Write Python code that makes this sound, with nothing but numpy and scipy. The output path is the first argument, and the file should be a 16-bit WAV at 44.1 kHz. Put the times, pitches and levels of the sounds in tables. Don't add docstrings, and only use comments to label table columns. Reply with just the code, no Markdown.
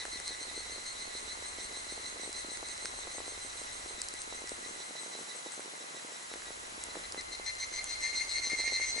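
import sys
import numpy as np
from scipy import signal
from scipy.fft import rfft, irfft
from scipy.io import wavfile

SR = 44100
rng = np.random.default_rng(int(sys.argv[2]) if len(sys.argv) > 2 else 0)


def invert_db(level):
    return 10 ** (np.asarray(level, dtype=float) / 20)


def materialize(psi):
    bounded = np.clip(np.atleast_2d(psi).T, -1, 1)
    quanta = np.round(bounded * 32767).astype(np.int16)
    wavfile.write(sys.argv[1], SR, quanta)


N = 396900
TIME = np.arange(N) / SR

# (time [s], level [dB])
SONG_A = [(0.1, -7), (.3, -4.5), (1.4, -4), (2.0, -3), (3.0, -1.5), (3.6, -3.5), (3.8, -5.5), (4.86, -4),
          (5.55, -6)]
SONG_B = [(0.2, 2), (.75, -1), (1.31, 1.2), (1.46, -5), (2.3, 1.5), (2.9, -5), (3.3, -2.5), (4.5, -13.5),
          (4.97, .5), (5.31, -5.5)]
SONG_C = [(0.1, -2), (.8, -5.5), (1.2, -2.5), (1.6, -4.5), (1.9, -6.5), (2.8, -4.5), (4.1, -4.5), (5.2, -6),
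          (6.2, -4), (7.0, -6.5)]
SONG_D = [(6.9, -21), (7.19, -10.5), (7.34, -8.5), (7.63, -10.5), (7.79, -6.5), (7.93, -3), (8.68, 0.6),
          (8.99, 1)]
SONG_E = [(7.48, -5.5), (7.76, -6), (8.1, -2), (8.31, -2), (8.5, -1.5), (8.9, -1)]
# (time [s], rate [Hz])
RATE_A = [(0, 305.6), (2, 304), (3.2, 302.8), (4.3, 300.3), (5.5, 296)]
RATE_B = [(.2, 293), (1.3, 290.5), (2.8, 289), (5.5, 287.4)]
RATE_C = [(0, 282.3), (1, 281), (3.5, 281), (5, 279.3), (7, 276.2)]
RATE_D = [(6.9, 289.4), (7.2, 291), (7.35, 296), (7.78, 298.6), (8.07, 301.3), (8.22, 303.4), (9, 303.4)]
RATE_E = [(7.48, 296.5), (7.85, 298.3), (8.2, 297.4), (8.9, 296.3)]
# (syllables sung so far [count], time [s])
PACE_A = [(0, -.016), (26, 3.905), (30, 4.528), (32, 4.862), (36, 5.552)]
PACE_B = [(0, -.008), (4, .566), (10, 1.455), (20, 2.957), (26, 3.886), (30, 4.495), (35, 5.305)]
PACE_C = [(0, .012), (19, 3.03), (31, 4.97), (43, 6.985)]
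PACE_D = [(0, 6.903), (3, 7.338), (9, 8.222), (12, 8.675), (14, 8.986)]
PACE_E = [(0, 7.478), (6, 8.312), (10, 8.895)]


def curve(rows):
    return np.interp(TIME, *np.transpose(rows))


def coloured(gain):
    hz = np.arange(N // 2 + 1) * SR / N
    spectrum = rfft(rng.standard_normal(N)) * gain(hz + 1e-3)
    return irfft(spectrum, N) * np.sqrt(SR / 2)


def hiss(spectrum_rows):
    hz, db = np.transpose(spectrum_rows)
    return coloured(lambda f: invert_db(np.interp(np.log(f), np.log(hz), db)))


def hump(hz, width_hz):
    x = coloured(lambda f: np.exp(-((f - hz) / width_hz) ** 2))
    return x / x.std()


def walk(rate_hz, t=TIME):
    return 1.2 * np.interp(t * rate_hz, np.arange(1000), rng.standard_normal(1000))


def add(out, start_s, grain):
    i = int(start_s * SR)
    out[..., i:i + grain.shape[-1]] += grain[..., :max(N - i, 0)]


def puffs():
    # (time [s], pitch [Hz], peak [dB])
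    clear_pockets = [(.0544, 650, -36), (.5146, 630, -43), (.6058, 630, -43), (1.4251, 500, -40),
                     (1.9793, 484, -41), (2.6292, 650, -35), (2.9399, 497, -41.5), (2.9891, 630, -40),
                     (3.0727, 633, -39), (3.1832, 650, -35.5), (3.2043, 685, -35.5), (3.2803, 500, -38.5),
                     (3.6167, 510, -42), (3.9101, 630, -43), (4.326, 670, -37.5), (4.4198, 506, -41),
                     (5.0336, 630, -40), (5.1531, 500, -39.5), (5.1912, 503, -40), (5.4621, 500, -39),
                     (5.5955, 500, -37.5), (6.3395, 500, -39.5), (6.5065, 500, -39), (6.9562, 630, -35),
                     (7.1465, 530, -36.5), (7.3987, 510, -38), (8.6024, 500, -40), (8.7223, 495, -39),
                     (8.7991, 630, -40), (8.9804, 500, -39)]
    # (time [s], pitch [Hz], peak [dB])
    deep_pockets = [(.1595, 250, -45), (.3076, 397, -42.5), (.578, 324, -40), (.7624, 450, -43.5),
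                    (1.5861, 404, -40.5), (1.9245, 332, -39.5), (2.1978, 396, -40.5), (2.2773, 410, -38),
                    (2.2946, 327, -43), (2.4492, 320, -41.5), (2.4866, 247, -42), (2.8496, 397, -41),
                    (3.4495, 320, -46), (3.8611, 400, -43), (4.1403, 313, -44), (4.442, 316, -41),
                    (4.5194, 390, -35), (4.7109, 250, -44), (4.9098, 410, -42.5), (5.579, 400, -42),
                    (5.9713, 400, -46), (6.0493, 252, -42.5), (6.3587, 400, -42), (6.7806, 320, -43.5),
                    (6.9687, 388, -37.5), (6.9747, 400, -39.5), (7.1789, 312, -40), (8.5332, 258, -37.5),
                    (8.6407, 450, -46), (8.9649, 420, -42)]
    # (time [s], peak [dB])
    soft_pockets = [(.0828, -44), (.6978, -45), (1.3746, -47), (1.7261, -45), (1.7722, -42), (1.8679, -45),
                    (2.2347, -44), (2.5182, -43.5), (2.6354, -45), (3.0785, -42), (3.1489, -44),
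                    (3.2657, -44), (3.3776, -43), (3.5564, -47), (3.7548, -45), (4.8042, -43), (4.954, -43),
                    (5.063, -43), (5.4682, -41), (5.6804, -43.5), (5.737, -46), (6.316, -43),
                    (6.8871, -41.5), (8.253, -46.5), (8.2822, -49), (8.4735, -47), (8.521, -43),
                    (8.5398, -45), (8.5937, -40.5), (8.7299, -41)]
    # (time [s], level of the weak patter [dB])
    flame_level = [(0, 0), (1.0, -0.5), (1.3, -0.5), (2.5, 0.5), (4.1, -0.5), (5.2, 1.5), (6.6, -1.5),
                   (7.3, -1.5), (7.5, -5.5), (8.15, -1.5), (8.5, 2), (9, 4.5)]

    chance = rng.random((1200, 3))
    start_s = np.repeat(rng.random(600), 2) * (N / SR - .05) + .03 * chance[:, 0]
    pitch_hz = 260 * 2 ** (1.78 * chance[:, 1])
    peak_db = np.minimum(-59.5 - 4.46 * np.log(chance[:, 2]), -46.5)
    peak_db = peak_db + np.interp(start_s, *np.transpose(flame_level))
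    weak = np.column_stack([start_s, pitch_hz, peak_db])
    soft = np.insert(soft_pockets, 1, 478, axis=1)

    out, t = np.zeros(N), np.arange(-200, 200) / SR
    for s, hz, db in np.vstack([clear_pockets, deep_pockets, soft, weak]):
        u = 2 * np.pi * 0.91 * hz * t
        push = u * np.exp(.5 - .1 * u - u ** 2 / 2)
        suck = .65 * np.exp(-6 * abs(u + .8))
        add(out, max(s + t[0], 0), invert_db(db) * (push - suck))
    out = signal.sosfiltfilt(signal.butter(2, 180, "highpass", fs=SR, output="sos"), out)
    out = out + invert_db(-11.5) * signal.lfilter(*signal.iirpeak(390, 2.5, fs=SR), out)
    return np.array([invert_db(1.8) * out, invert_db(3.2) * out])


def snaps():
    # (time [s], peak [dB], brightness [dB], wooden knock [dB])
    clear_snaps = [(.0518, -30, 7, 0.5), (.1994, -26.5, 8, -9), (.2778, -22, 3, -20), (1.724, -34, -7, -21),
                   (7.725, -37, -9, -1), (2.3276, -26, 6, -19), (2.5716, -26.5, 7, -10),
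                   (2.6853, -27, 7, -20), (2.7771, -29, 5, -16), (2.8554, -23.5, -1, -3.5),
                   (3.6351, -30.5, 9, -20), (4.0163, -16.5, 7, -24), (4.0851, -22, 5, -30),
                   (4.138, -26, 9, -21), (4.2173, -23, 8, -26), (4.4732, -31, 2, -7),
                   (4.4922, -23.5, 7, -22), (5.5194, -28.5, 12, -16), (5.6042, -31, 10, -7),
                   (6.3375, -32.5, 2, -0.5), (6.4194, -34.5, 0, -1), (6.8374, -20, 13, -29),
                   (6.9516, -35.5, 3, 1), (7.1217, -23.5, 2.5, -27), (7.2105, -28.5, 2, -22),
                   (7.145, -40, -4, 3), (7.4649, -33, -3, -22), (7.5517, -29, 6, -19),
                   (7.8416, -19, 17, -23), (8.4991, -29, -1, -8)]

    chance = rng.random((260, 4))
    peak_db = np.minimum(-46 - 4 * np.log(chance[:, 1]), -37)
    weak = np.column_stack([chance[:, 0] * N / SR, peak_db, 12 * chance[:, 2], -20 + 10 * chance[:, 3]])
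    rows, t = np.vstack([clear_snaps, weak]), np.arange(300) / SR

    burst = invert_db(-21) * rng.standard_normal((len(rows), 2, len(t))) * np.exp(-t / 0.001)
    burst[:, 1] = .9 * burst[:, 0] + .4 * burst[:, 1]
    burst[:, :, 0] = 1
    bands = []
    for band_hz in ((1300, 2230), (4600, 5930), (6300, 9100)):
        band = signal.sosfilt(signal.butter(2, band_hz, "bandpass", fs=SR, output="sos"), burst)
        bands.append(band / abs(band).max(axis=(1, 2), keepdims=True))
    knock, mid, top = bands

    out = np.zeros((2, N))
    for k, (s, db, bright_db, knock_db) in enumerate(rows):
        crack = invert_db(-bright_db / 2) * mid[k] + invert_db(bright_db / 2) * top[k]
        crack = crack / abs(crack).max()
        add(out, s + .001, invert_db(db) * (crack + invert_db(knock_db) * knock[k]))
    return out


def syllables(pace, effort):
    sung, at_s = np.transpose(pace)
    s = np.interp(np.arange(sung[-1] + 1), sung, at_s)
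    scatter_db = 0.45 * rng.standard_normal(len(s))
    return s, np.interp(s, *np.transpose(effort)) + scatter_db


def cicada(grit, buzz, pace, uneven_db, effort, rate, rib_db, drift_db, pan_db, length_s, rasp_db, echo_db):
    side_steps = (-1, 1, 2)
    side_levels = [(-18.5, -15.5, -4.5, -0.5), (-57, -19, -20, -36), (-22.5, -24, -21, -35)]
    growth_db = (0.5, 2, -1, -6.5)

    s, syllable_db = syllables(pace, effort)
    span = slice(max(int((s[0] - .2) * SR), 0), int((s[-1] + .3) * SR))
    t = TIME[span]
    nearest = np.searchsorted((s[1:] + s[:-1]) / 2, t)
    db = syllable_db[nearest]

    u = (t - s[nearest]) / (length_s * np.clip(1 + 0.034 * db, .4, 1.2) / 2)
    within = np.clip(u, -1, 1)
    gate = np.exp(-np.abs(u) ** 3)
    rasp = invert_db(rasp_db - 0.45 * db) * grit[span]

    hz = curve(rate)[span] * (1 + .002 * within + .0008 * walk(50, t))
    phase = 2 * np.pi * np.cumsum(hz) / SR

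    voice = invert_db(rib_db[1] - 14.0 - 0.27 * db) * buzz[span]
    echo = voice * np.ones((2, 1))
    for k in range(4):
        order = 7 * (k + 1)
        lines = (1 + rasp) * np.sin(order * phase + k)
        for step, levels in zip(side_steps, side_levels):
            side_db = uneven_db * (k < 3) + levels[k] - 0.1 * db
            lines += invert_db(side_db) * np.sin((order + step) * phase + step)
        if k == 1:
            lines *= invert_db(drift_db * (t - s.mean()))
        voice = voice + lines * invert_db(rib_db[k] + growth_db[k] * within + 0.86 * walk(15, t))
        echo = echo + lines * invert_db(rib_db[k]) * np.array([walk(28, t), walk(28, t)])

    swell = gate * invert_db(db + 4.5)
    voice = voice * swell
    decay = np.exp(-1 / (.05 * SR))
    echo = echo * np.sqrt(signal.lfilter([1 - decay], [1, -decay], swell ** 2))
    direct = np.array([voice * invert_db(pan_db / 2), np.roll(voice, 1) * invert_db(-pan_db / 2)])
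    out = np.zeros((2, N))
    out[:, span] = direct + invert_db(echo_db) * echo
    return out


def cicadas():
    # (effort, buckling rate, four overtones [dB], drift of the second [dB/s],
    # left minus right [dB], syllable length [s], rasp [dB], echo [dB])
    singers = [
        (SONG_A, RATE_A, (-60, -56, -53.5, -51.5), -3.3, 2.2, 0.075, -8, -2.9),
        (SONG_B, RATE_B, (-58, -49.5, -61, -67), 0.11, -3.7, 0.053, -7, -6),
        (SONG_C, RATE_C, (-55, -54, -63, -60), -0.73, -3.5, 0.065, -7.5, -0.84),
        (SONG_D, RATE_D, (-38.5, -40.5, -48.5, -54.5), -5, 3.7, 0.062, -8.5, -3.5),
        (SONG_E, RATE_E, (-41, -39.5, -44, -52), .1, 1.7, 0.069, -7.5, -1),
    ]
    # (pace, uneven rib clicks [dB on side lines])
    paces = [
        (PACE_A, -1.6),
        (PACE_B, 1),
        (PACE_C, 9.2),
        (PACE_D, 0.1),
        (PACE_E, 0.1),
    ]

    grit, buzz = hump(0, 314), hump(5370, 1930)
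    lags = rng.integers(N, size=5)
    return sum(cicada(np.roll(grit, lag), np.roll(buzz, lag), *pace, *singer)
               for lag, pace, singer in zip(lags, paces, singers))


def chorus():
    # (centre [Hz], width [Hz])
    chorus_bands = [(2040, 200), (4050, 240), (6180, 300), (8200, 450)]
    chorus_db = (-57, -56, -61, -58)
    # (time [s], level [dB])
    chorus_swell = [(0, 0), (2, 0), (4, -2), (5.5, -4), (6.8, -6), (9, -5)]

    throb = invert_db(curve(chorus_swell) + 1.0 * hump(6.8, 3))
    out = np.zeros((2, N))
    for (hz, width_hz), db in zip(chorus_bands, chorus_db):
        sides = 0.74 * hump(hz, width_hz) * np.array([[1], [-1]])
        out += invert_db(db) * (hump(hz, width_hz) + sides)
    return throb * out


def cricket():
    chop = np.exp(1.5 * np.cos(2 * np.pi * 30.0 * TIME))
    tone = np.sin(2 * np.pi * 9920 * TIME + .8 * walk(8))
    return invert_db(-69 + walk(2)) * chop * tone * invert_db(np.array([[2.5], [-2.5]]))


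def air():
    # (frequency [Hz], density [dB per Hz])
    ahead_hiss = [(20, -125), (70, -98), (130, -93), (300, -91), (500, -88.5), (1000, -87.5), (1600, -88.5),
                  (3000, -90.5), (4800, -90.5), (7300, -86), (9000, -95.5), (10300, -87), (11000, -95)]
    # (frequency [Hz], density [dB per Hz])
    side_hiss = [(20, -125), (100, -105), (250, -92.5), (500, -83), (900, -79.5), (1600, -82), (3000, -89),
                 (5000, -94.5), (7500, -97.5), (9000, -99), (11000, -102)]
    # (time [s], level [dB])
    breeze_level = [
        (0, -62.5),
        (2, -62),
        (4, -61),
        (4.7, -65),
        (4.95, -78),
        (5.1, -90),
        (6.05, -92),
        (6.4, -64.5),
        (9, -59.5),
    ]

    stir = invert_db(.5 * walk(5))
    ahead = stir * hiss(ahead_hiss) + invert_db(curve(breeze_level)) * hump(50.5, 55.4)
    around = invert_db(.4 * walk(2.98)) * hiss(side_hiss)
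    return np.array([ahead + around, ahead - around])


def scene():
    return puffs() + snaps() + cicadas() + chorus() + cricket() + air()


def band_limit(x):
    return signal.sosfilt(signal.butter(12, 12150, fs=SR, output="sos"), x)


def record(dry):
    low_pass = signal.ellip(10, .3, 50, 11050, fs=SR, output="sos")
    return band_limit(signal.sosfilt(low_pass, dry))


dry = scene()
out = record(dry)
materialize(out)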